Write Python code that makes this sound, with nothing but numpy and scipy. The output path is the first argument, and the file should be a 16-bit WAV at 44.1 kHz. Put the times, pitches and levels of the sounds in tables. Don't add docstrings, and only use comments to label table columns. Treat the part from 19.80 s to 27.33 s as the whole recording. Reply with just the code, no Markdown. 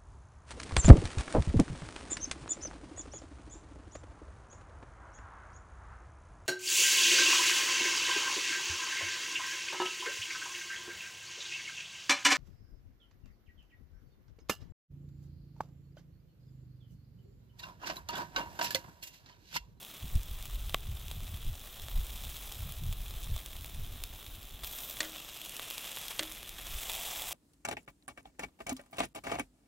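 import sys
import numpy as np
from scipy import signal
from scipy.fft import rfft, irfft, next_fast_len
from scipy.io import wavfile
from scipy.ndimage import uniform_filter1d

SR = 44100
rng = np.random.default_rng(int(sys.argv[2]) if len(sys.argv) > 2 else 0)


def magnitude_from_level(level_db):
    exponent = np.asarray(level_db, float) / 20
    return 10 ** exponent


def generate_wav(signal):
    frames = np.transpose(np.atleast_2d(signal))
    scaled = np.clip(frames, -1, 1) * 32767
    pcm = np.round(scaled).astype(np.int16)
    wavfile.write(sys.argv[1], SR, pcm)


N = 332073
PADDED = next_fast_len(N + SR // 2)

# (frequency [Hz], level [dB per Hz])
FAR_HUM = [(20, -1), (70, -4.5), (110, 3.5), (250, 0.5), (400, -2.5), (700, -22)]
FAR_HUM_DB = -61
# (frequency [Hz], level [dB per Hz])
WIND_SPECTRUM = [(8.8, -51.5), (15, -2.5), (40, -3), (65, -5), (90, -8.5), (150, -20), (300, -41.5),
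                 (660, -100)]
# (time [s], level [dB])
BREEZE = [(0.0, -69), (0.19, -66), (0.46, -53), (0.62, -43.5), (1.6, -47), (1.95, -54), (2.35, -44),
          (2.75, -50), (3.05, -40), (3.44, -44), (3.7, -48.5), (4.05, -50), (4.36, -54), (4.78, -51),
          (5.2, -60.5), (6.08, -65.5), (6.82, -52), (7.5, -58.5)]
BREEZE_UPPER_DB = -10.5
# (time [s], peak [dB], length [s], upper part over deep part [dB])
GUSTS = [(0.254, -40, 0.029, -1), (0.367, -24.5, 0.032, -8), (0.516, -40.5, 0.058, -7.5),
         (0.803, -39.5, .08, -19), (.92, -58, 0.064, 4), (1.103, -46, 0.048, 7.5), (1.444, -53, 0.16, 8.5),
         (1.679, -29.5, 0.027, -9.5), (1.724, -52, 0.022, 7.5), (2.055, -47.5, .04, -1.5),
         (2.184, -27.5, 0.043, -12.5), (2.466, -51, 0.02, 11.5), (2.837, -47, 0.058, 7),
         (3.062, -42, 0.055, 5.5), (3.272, -46, 0.073, -14), (3.521, -33.5, 0.041, -6),
         (3.823, -54.5, 0.053, 5), (4.002, -40.5, .05, -2.5), (4.13, -47, .05, -5), (4.233, -47, 0.032, -4),
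         (4.322, -52, 0.031, -2), (4.486, -53, 0.015, -1), (4.56, -48, 0.026, -8), (4.735, -52, 0.026, -7),
         (4.837, -50.5, 0.016, -2), (5.17, -58, 0.015, -16), (6.948, -40, 0.047, -15)]
# (frequency [Hz], level [dB per Hz])
CAPSULE_HISS = [(30, 7), (100, -3), (400, -3), (2000, -9.5), (5000, -8), (16000, -5)]
CAPSULE_HISS_DB = -64.5
# (time [s], peak [dB], brightness [dB per octave])
CRACK = [
    (.9432, -24, 5),
    (.9448, -11, 0),
]
# (frequency [Hz], level [dB], t60 [s])
EMBER_MODES = [(696, 2.5, 0.01), (890, -28, 0.021), (1110, 0.5, 0.018), (1580, 5.5, 0.0036),
               (2080, -10.5, 0.026), (2200, -4.5, 0.012), (3000, 13, 0.0026), (3790, 7.5, 0.004),
               (5130, -1, 0.0023), (6600, -4, .003), (8340, -3, 0.003), (10400, -11, 0.0028),
               (12900, -1, 0.0024)]
# (time [s], peak [dB], rattle t60 [s], bar ring [dB])
KNOCKS = [
    (5.205, -16, 0.041, -44.5),
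    (5.2300, -48, 0.034, -57),
    (5.2475, -32, 0.075, -57),
    (6.3935, -16, 0.01, -47),
    (6.396, -22.5, 0.035, -58),
]
# (frequency [Hz], level [dB per Hz])
TONGS_STEEL = [(590, -63), (1000, -12.5), (1890, 1), (2210, -8), (3210, 1), (4460, -6), (4720, -7.5),
               (7180, -10.5), (7690, -8.5), (15000, -33)]
# (frequency [Hz], level [dB], t60 [s])
GRATE_MODES = [(554, -13, 0.046), (608, 3, 0.052), (720, -7, .04), (920, -6, 0.026), (1474, 1, 0.03),
               (1740, 0.5, .03), (1900, -1, .04), (2030, -1.5, 0.03), (2430, -5, 0.043)]
# (time [s], level [dB], t60 [s])
LONG_BAR = [
    (5.2038, -50, 0.77),
    (6.3955, -44, 0.4),
]
LONG_BAR_HZ = 316
# (frequency [Hz], level [dB per Hz])
HOUSING = [(180, -15.5), (300, -11.5), (480, -6.5), (680, -2.5), (930, -6.5), (1170, -4), (1500, -9),
           (2400, -7), (3000, -5.5), (3350, -0.5), (3850, -4.5), (4400, -12), (10300, -11.5), (15300, -11)]
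SIZE_EDGES_HZ = [250, 2200, 4600, 10000]
# (time [s], length [s], level [dB])
SPUTTERS = [
    (4.833, 0.011, -43),
    (4.855, 0.015, -59),
    (6.304, 0.017, -39.5),
    (6.783, 0.014, -42),
    (6.91, 0.021, -53),
]
# (time [s], peak [dB], low part over high part [dB])
LOUD_SPITS = [(.0492, -23, -11), (.3548, -22.5, -20), (.4327, -24, -35), (.6265, -23, -25),
              (.6559, -20.5, -11), (.896, -22.5, -5), (1.0061, -29.5, -15), (1.2828, -25, -14),
              (1.3137, -20, -4), (1.8476, -36, -22), (2.0202, -22.5, -26), (2.0846, -24, -3),
              (2.1159, -28.5, -4), (2.2675, -26, -18), (2.437, -28.5, -8), (2.4508, -22.5, -8),
              (2.568, -22, -26), (2.7227, -21.5, -14), (2.9225, -22, -25), (3.127, -21.5, -9),
              (3.3086, -24.5, -1.5), (3.4364, -28, -28), (3.4437, -23, -24), (3.5638, -21, -3.5),
              (3.579, -23.5, -6), (3.6614, -19, -23.5), (3.8457, -25, -3), (3.8617, -24, -34),
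              (4.2382, -12.5, -16.5), (4.465, -26, -0.5),
              (4.8607, -37, -26), (4.9268, -23.5, -30), (4.9874, -19.5, -11), (5.0055, -22, -26),
                 (5.098, -22, -25), (5.1108, -20.5, -25), (5.2309, -21, -6), (5.6162, -25, -5),
                 (5.66, -18.5, -20), (5.6949, -19, -30), (5.767, -17.5, -20), (5.796, -20, 1),
                 (5.8192, -26, -7), (5.9024, -16, -21), (5.9098, -18, -2), (5.981, -13.5, -13),
                 (6.0873, -29, 1), (6.172, -21.5, 4), (6.1858, -19, -22), (6.215, -20, -20),
                 (6.3068, -23, -18), (6.433, -18.5, -4.5), (6.5216, -19.5, -34), (6.6304, -22, -5.5),
                 (6.6932, -19.5, -20), (6.2826, -17, -16), (7.0976, -18.5, -4), (7.103, -17.5, -8),
                 (7.135, -17, -23), (7.4212, -16, -15)]
SMALL_SPIT_DB, SMALL_SPREAD_DB, SMALL_FOLLOWS = -34, 3.0, 0.94
SMALL_DEPTH_DB, DEPTH_SPREAD_DB = -19, 5
MIDDLE_DB, MIDDLE_FOLLOWS = -4.5, 0.33
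SHINE_SPREAD_DB = 2.5
# (time [s], level [dB])
VIGOUR = [(0.0, 0.5), (0.85, -0.5), (1.01, -3), (1.42, -.5), (1.84, -.5), (2.65, 3.5), (3.09, -1),
          (3.45, 1), (3.92, -1), (4.4, -1), (4.82, -2.5), (4.84, 5), (5.42, 3.5), (6.2, 6.5), (6.75, 0.5),
          (6.9, 6), (7.1, 8.5), (7.53, 10)]
# (level at no vigour [dB], share of the vigour followed [ratio])
SIZES = [
    (-61.5, 0.78),
    (-57, 0.87),
    (-60.5, 1.39),
    (-53.5, 1.17),
]
# (start [s], end [s], centre [Hz], width [octaves], level [dB])
SHADES = [(.2, 4.82, 1170, 0.12, -0.5), (.2, 4.82, 5500, .08, 0), (.2, 4.82, 15000, .1, 2),
          (7.05, 7.6, 815, 0.32, 7.5), (5.3, 6.85, 15500, 0.13, -6), (2.4, 4, 13100, 0.2, 0),
          (4.842, 5.13, 13400, 0.16, 7), (5.243, 5.62, 10100, 0.21, -5), (5.3, 6.2, 2800, 0.13, 4),
          (5.7, 8, 2095, 0.55, 4), (6.95, 12, 7600, 0.1, 3)]


def rms_one(x):
    return x / np.sqrt(np.mean(x ** 2) + 1e-20)


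def colour(x, spectrum):
    hz = np.fft.rfftfreq(16384, 1 / SR) + 1
    points_hz, points_db = np.array(spectrum, float).T
    cepstrum = irfft(np.log(magnitude_from_level(np.interp(np.log(hz), np.log(points_hz), points_db))))
    cepstrum[1:8192] *= 2
    cepstrum[8193:] = 0
    return signal.fftconvolve(x, irfft(np.exp(rfft(cepstrum))))[:N]


def band(x, edges_hz, order):
    octave = np.log2(np.fft.rfftfreq(PADDED, 1 / SR) + 1)
    above = []
    for edge_hz in edges_hz[order:order + 2]:
        ramp = np.clip(0.5 + 2 * (octave - np.log2(edge_hz)), 0, 1)
        above.append(np.sin(np.pi / 2 * ramp) ** 2)
    above.append(0)
    return irfft(rfft(x, PADDED) * (above[0] - above[1]), PADDED)[:N]


def split(x, edges_hz):
    return [band(x, edges_hz, order=k) for k in range(len(edges_hz))]


def drift(rate_hz):
    r = np.exp(-2 * np.pi * rate_hz / SR)
    return rms_one(signal.lfilter([1], [1, -2 * r, r * r], rng.standard_normal(N + SR))[SR:])


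def evened(x, span_s):
    size = int(span_s * SR)
    power = uniform_filter1d(uniform_filter1d(x ** 2, size), size)
    return rms_one(x / np.sqrt(power + 1e-20))


def strikes(times_s, db):
    clicks = np.zeros(N)
    np.add.at(clicks, np.round(np.array(times_s) * SR).astype(int), magnitude_from_level(np.array(db)))
    return clicks


def fade(clicks, t60_s):
    return signal.lfilter([1], [1, -magnitude_from_level(-60 / (t60_s * SR))], clicks + 1e-18)


def ring(clicks, hz, t60_s):
    r, w = magnitude_from_level(-60 / (t60_s * SR)), 2 * np.pi * hz / SR
    return signal.lfilter([0, np.sin(w)], [1, -2 * r * np.cos(w), r * r], clicks + 1e-18)


def bursts(per_s, spread_db, clump_db, spray_t60_s):
    sizes = magnitude_from_level(spread_db * np.minimum(rng.exponential(1, N), 3)) * rng.choice([-1, 1], N)
    clicks = sizes * (rng.random(N) < per_s * magnitude_from_level(clump_db * drift(35)) / SR)
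    spray = rng.standard_normal(N) * fade(np.abs(clicks), spray_t60_s)
    return rms_one(clicks + 0.45 * spray)


def far_hum():
    return magnitude_from_level(FAR_HUM_DB) * rms_one(colour(rng.standard_normal(N), FAR_HUM))


def wind_strength():
    t = np.arange(0, N / SR, 0.002)
    s, db, length_s, sharp_db = np.transpose(GUSTS)[:, :, None]
    breeze = magnitude_from_level(np.interp(t, *np.transpose(BREEZE)))
    swells = magnitude_from_level(db) * np.exp(-((t - s) / length_s) ** 2)
    deep = breeze + swells.sum(axis=0)
    upper = magnitude_from_level(BREEZE_UPPER_DB) * breeze + (magnitude_from_level(sharp_db) * swells).sum(axis=0)
    return [np.interp(np.arange(N) / SR, t, gain) for gain in (deep, upper)]


def wind():
    deep, upper, flutter = split(colour(rng.standard_normal(N), WIND_SPECTRUM), [12, 60, 130])
    deep_gain, upper_gain = wind_strength()
    puffs = drift(31)
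    deep = magnitude_from_level(0.4 * drift(14)) * evened(deep, 0.23)
    upper = magnitude_from_level(0.89 * puffs) * evened(upper, 0.18) + magnitude_from_level(4.64 * puffs - 13.5) * rms_one(flutter)
    return deep_gain * deep + upper_gain * upper


def capsule_hiss():
    return magnitude_from_level(CAPSULE_HISS_DB) * rms_one(colour(rng.standard_normal(N), CAPSULE_HISS))


def ember():
    s, db, bright_db = np.transpose(CRACK)
    out = 0
    for k, (hz, level_db, t60_s) in enumerate(EMBER_MODES):
        mode_db = db + level_db - 11.5 + bright_db * np.log2(hz / 3000)
        out = out + (-1) ** k * ring(strikes(s, mode_db), hz, t60_s)
    return out


def long_bar():
    size = int(0.012 * SR)
    swing_up = signal.windows.hann(size) * np.sin(2 * np.pi * LONG_BAR_HZ * np.arange(size) / SR)
    swing_up = swing_up / np.sum(swing_up ** 2)
    out = 0
    for s, db, t60_s in LONG_BAR:
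        push = np.convolve(strikes([s], [db]), swing_up)[:N]
        out = out + ring(push, LONG_BAR_HZ, t60_s)
    return out


def tongs():
    steel = rms_one(colour(rng.standard_normal(N), TONGS_STEEL))
    s, db, t60_s, bar_db = np.transpose(KNOCKS)
    rattle = sum(fade(strikes([a], [b - 8]), c) for a, b, c in zip(s, db, t60_s))
    crack = colour(strikes(s, db - 1.0), TONGS_STEEL)
    crack = crack / np.abs(colour(strikes([0], [0]), TONGS_STEEL)).max()
    push = strikes(s, bar_db)
    push = 0.44 * push + 0.084 * rng.standard_normal(N) * fade(push, 0.14)
    grate = sum(magnitude_from_level(level_db) * ring(push, hz, ring_s) for hz, level_db, ring_s in GRATE_MODES)
    return steel * rattle + crack + grate


def sputters():
    t = np.arange(N) / SR
    gate = 0
    for s, length_s, db in SPUTTERS:
        rise, fall = (t - s) / 0.00078, (s + length_s - t) / 0.0055
        gate = gate + magnitude_from_level(db) * np.clip(np.minimum(rise, fall), 0, 1)
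    return gate * rms_one(colour(bursts(2500, 3.0, 1.5, 0.002), HOUSING))


def small_spits(count):
    s, chance = rng.random(count) * (N - 1) / SR, rng.standard_normal((count, 2))
    vigour_db = np.interp(s, *np.transpose(VIGOUR))
    db = SMALL_SPIT_DB + SMALL_FOLLOWS * vigour_db + SMALL_SPREAD_DB * chance[:, 0]
    return np.transpose([s, db, SMALL_DEPTH_DB + DEPTH_SPREAD_DB * chance[:, 1]])


def spits():
    s, high_db, depth_db = np.concatenate([LOUD_SPITS, small_spits(count=480)]).T
    low_db = high_db + depth_db
    middle_db = high_db + MIDDLE_DB + MIDDLE_FOLLOWS * depth_db
    shine_db = SHINE_SPREAD_DB * rng.uniform(-0.21, 1, len(s))
    parts_db = [low_db - 12.5, middle_db - 5.5, high_db - 11.0 - shine_db, high_db - 5.5 + shine_db]
    spray, out = rng.standard_normal(N), 0
    unit = split(colour(strikes([1.0], [0.0]), HOUSING), SIZE_EDGES_HZ)
    for k, db in enumerate(parts_db):
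        clicks = strikes(np.maximum(s - 0.0002, 0), db)
        source = clicks + spray * (0.089 * fade(clicks, 0.0037) + 0.045 * fade(clicks, 0.023))
        out = out + band(source, SIZE_EDGES_HZ, order=k) / np.abs(unit[k]).max()
    return colour(out, HOUSING)


def shade(x):
    t, hz, spectrum = np.arange(N) / SR, np.fft.rfftfreq(PADDED, 1 / SR) + 1, rfft(x, PADDED)
    for start, end, centre_hz, octaves, db in SHADES:
        bell = np.exp(-(np.log2(hz / centre_hz) / octaves) ** 2)
        region = irfft(spectrum * bell, PADDED)[:N]
        present = np.clip(np.minimum(t - start, end - t) / 0.0073, 0, 1)
        x = x + (magnitude_from_level(db) - 1) * present * region
    return x


def sizzle():
    broad, out = bursts(700, 2.8, 2.4, 0.0043), 0
    vigour_db = np.interp(np.arange(N) / SR, *np.transpose(VIGOUR))
    own_db, steam_db = [-7.0, -3.5, -14.0, 2], [-0.5, -3.0, 0.5, -2.5]
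    lift_db = [1.6, 1.8, 0.92, 0.82]
    for k, (base_db, share) in enumerate(SIZES):
        own = magnitude_from_level(own_db[k]) * bursts(1100, 2.7, 2.5, 0.0028)
        steam = magnitude_from_level(steam_db[k]) * rng.standard_normal(N)
        part = band(colour(broad + own + steam, HOUSING), SIZE_EDGES_HZ, order=k)
        out = out + magnitude_from_level(base_db + share * vigour_db + lift_db[k]) * rms_one(part)
    return shade(out)


def scene():
    background = far_hum() + wind()
    middle = background + ember() + long_bar() + tongs() + sputters() + spits() + sizzle()
    side = capsule_hiss()
    return np.array([middle + side, middle - side])


def top_cut(x):
    return signal.sosfilt(signal.butter(12, 17030, fs=SR, output="sos"), x)


def record(dry):
    low_pass = signal.ellip(12, 0.5, 65, 15830, fs=SR, output="sos")
    mix = signal.sosfilt(low_pass, dry)
    return top_cut(mix)


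dry = scene()
out = record(dry)
generate_wav(out)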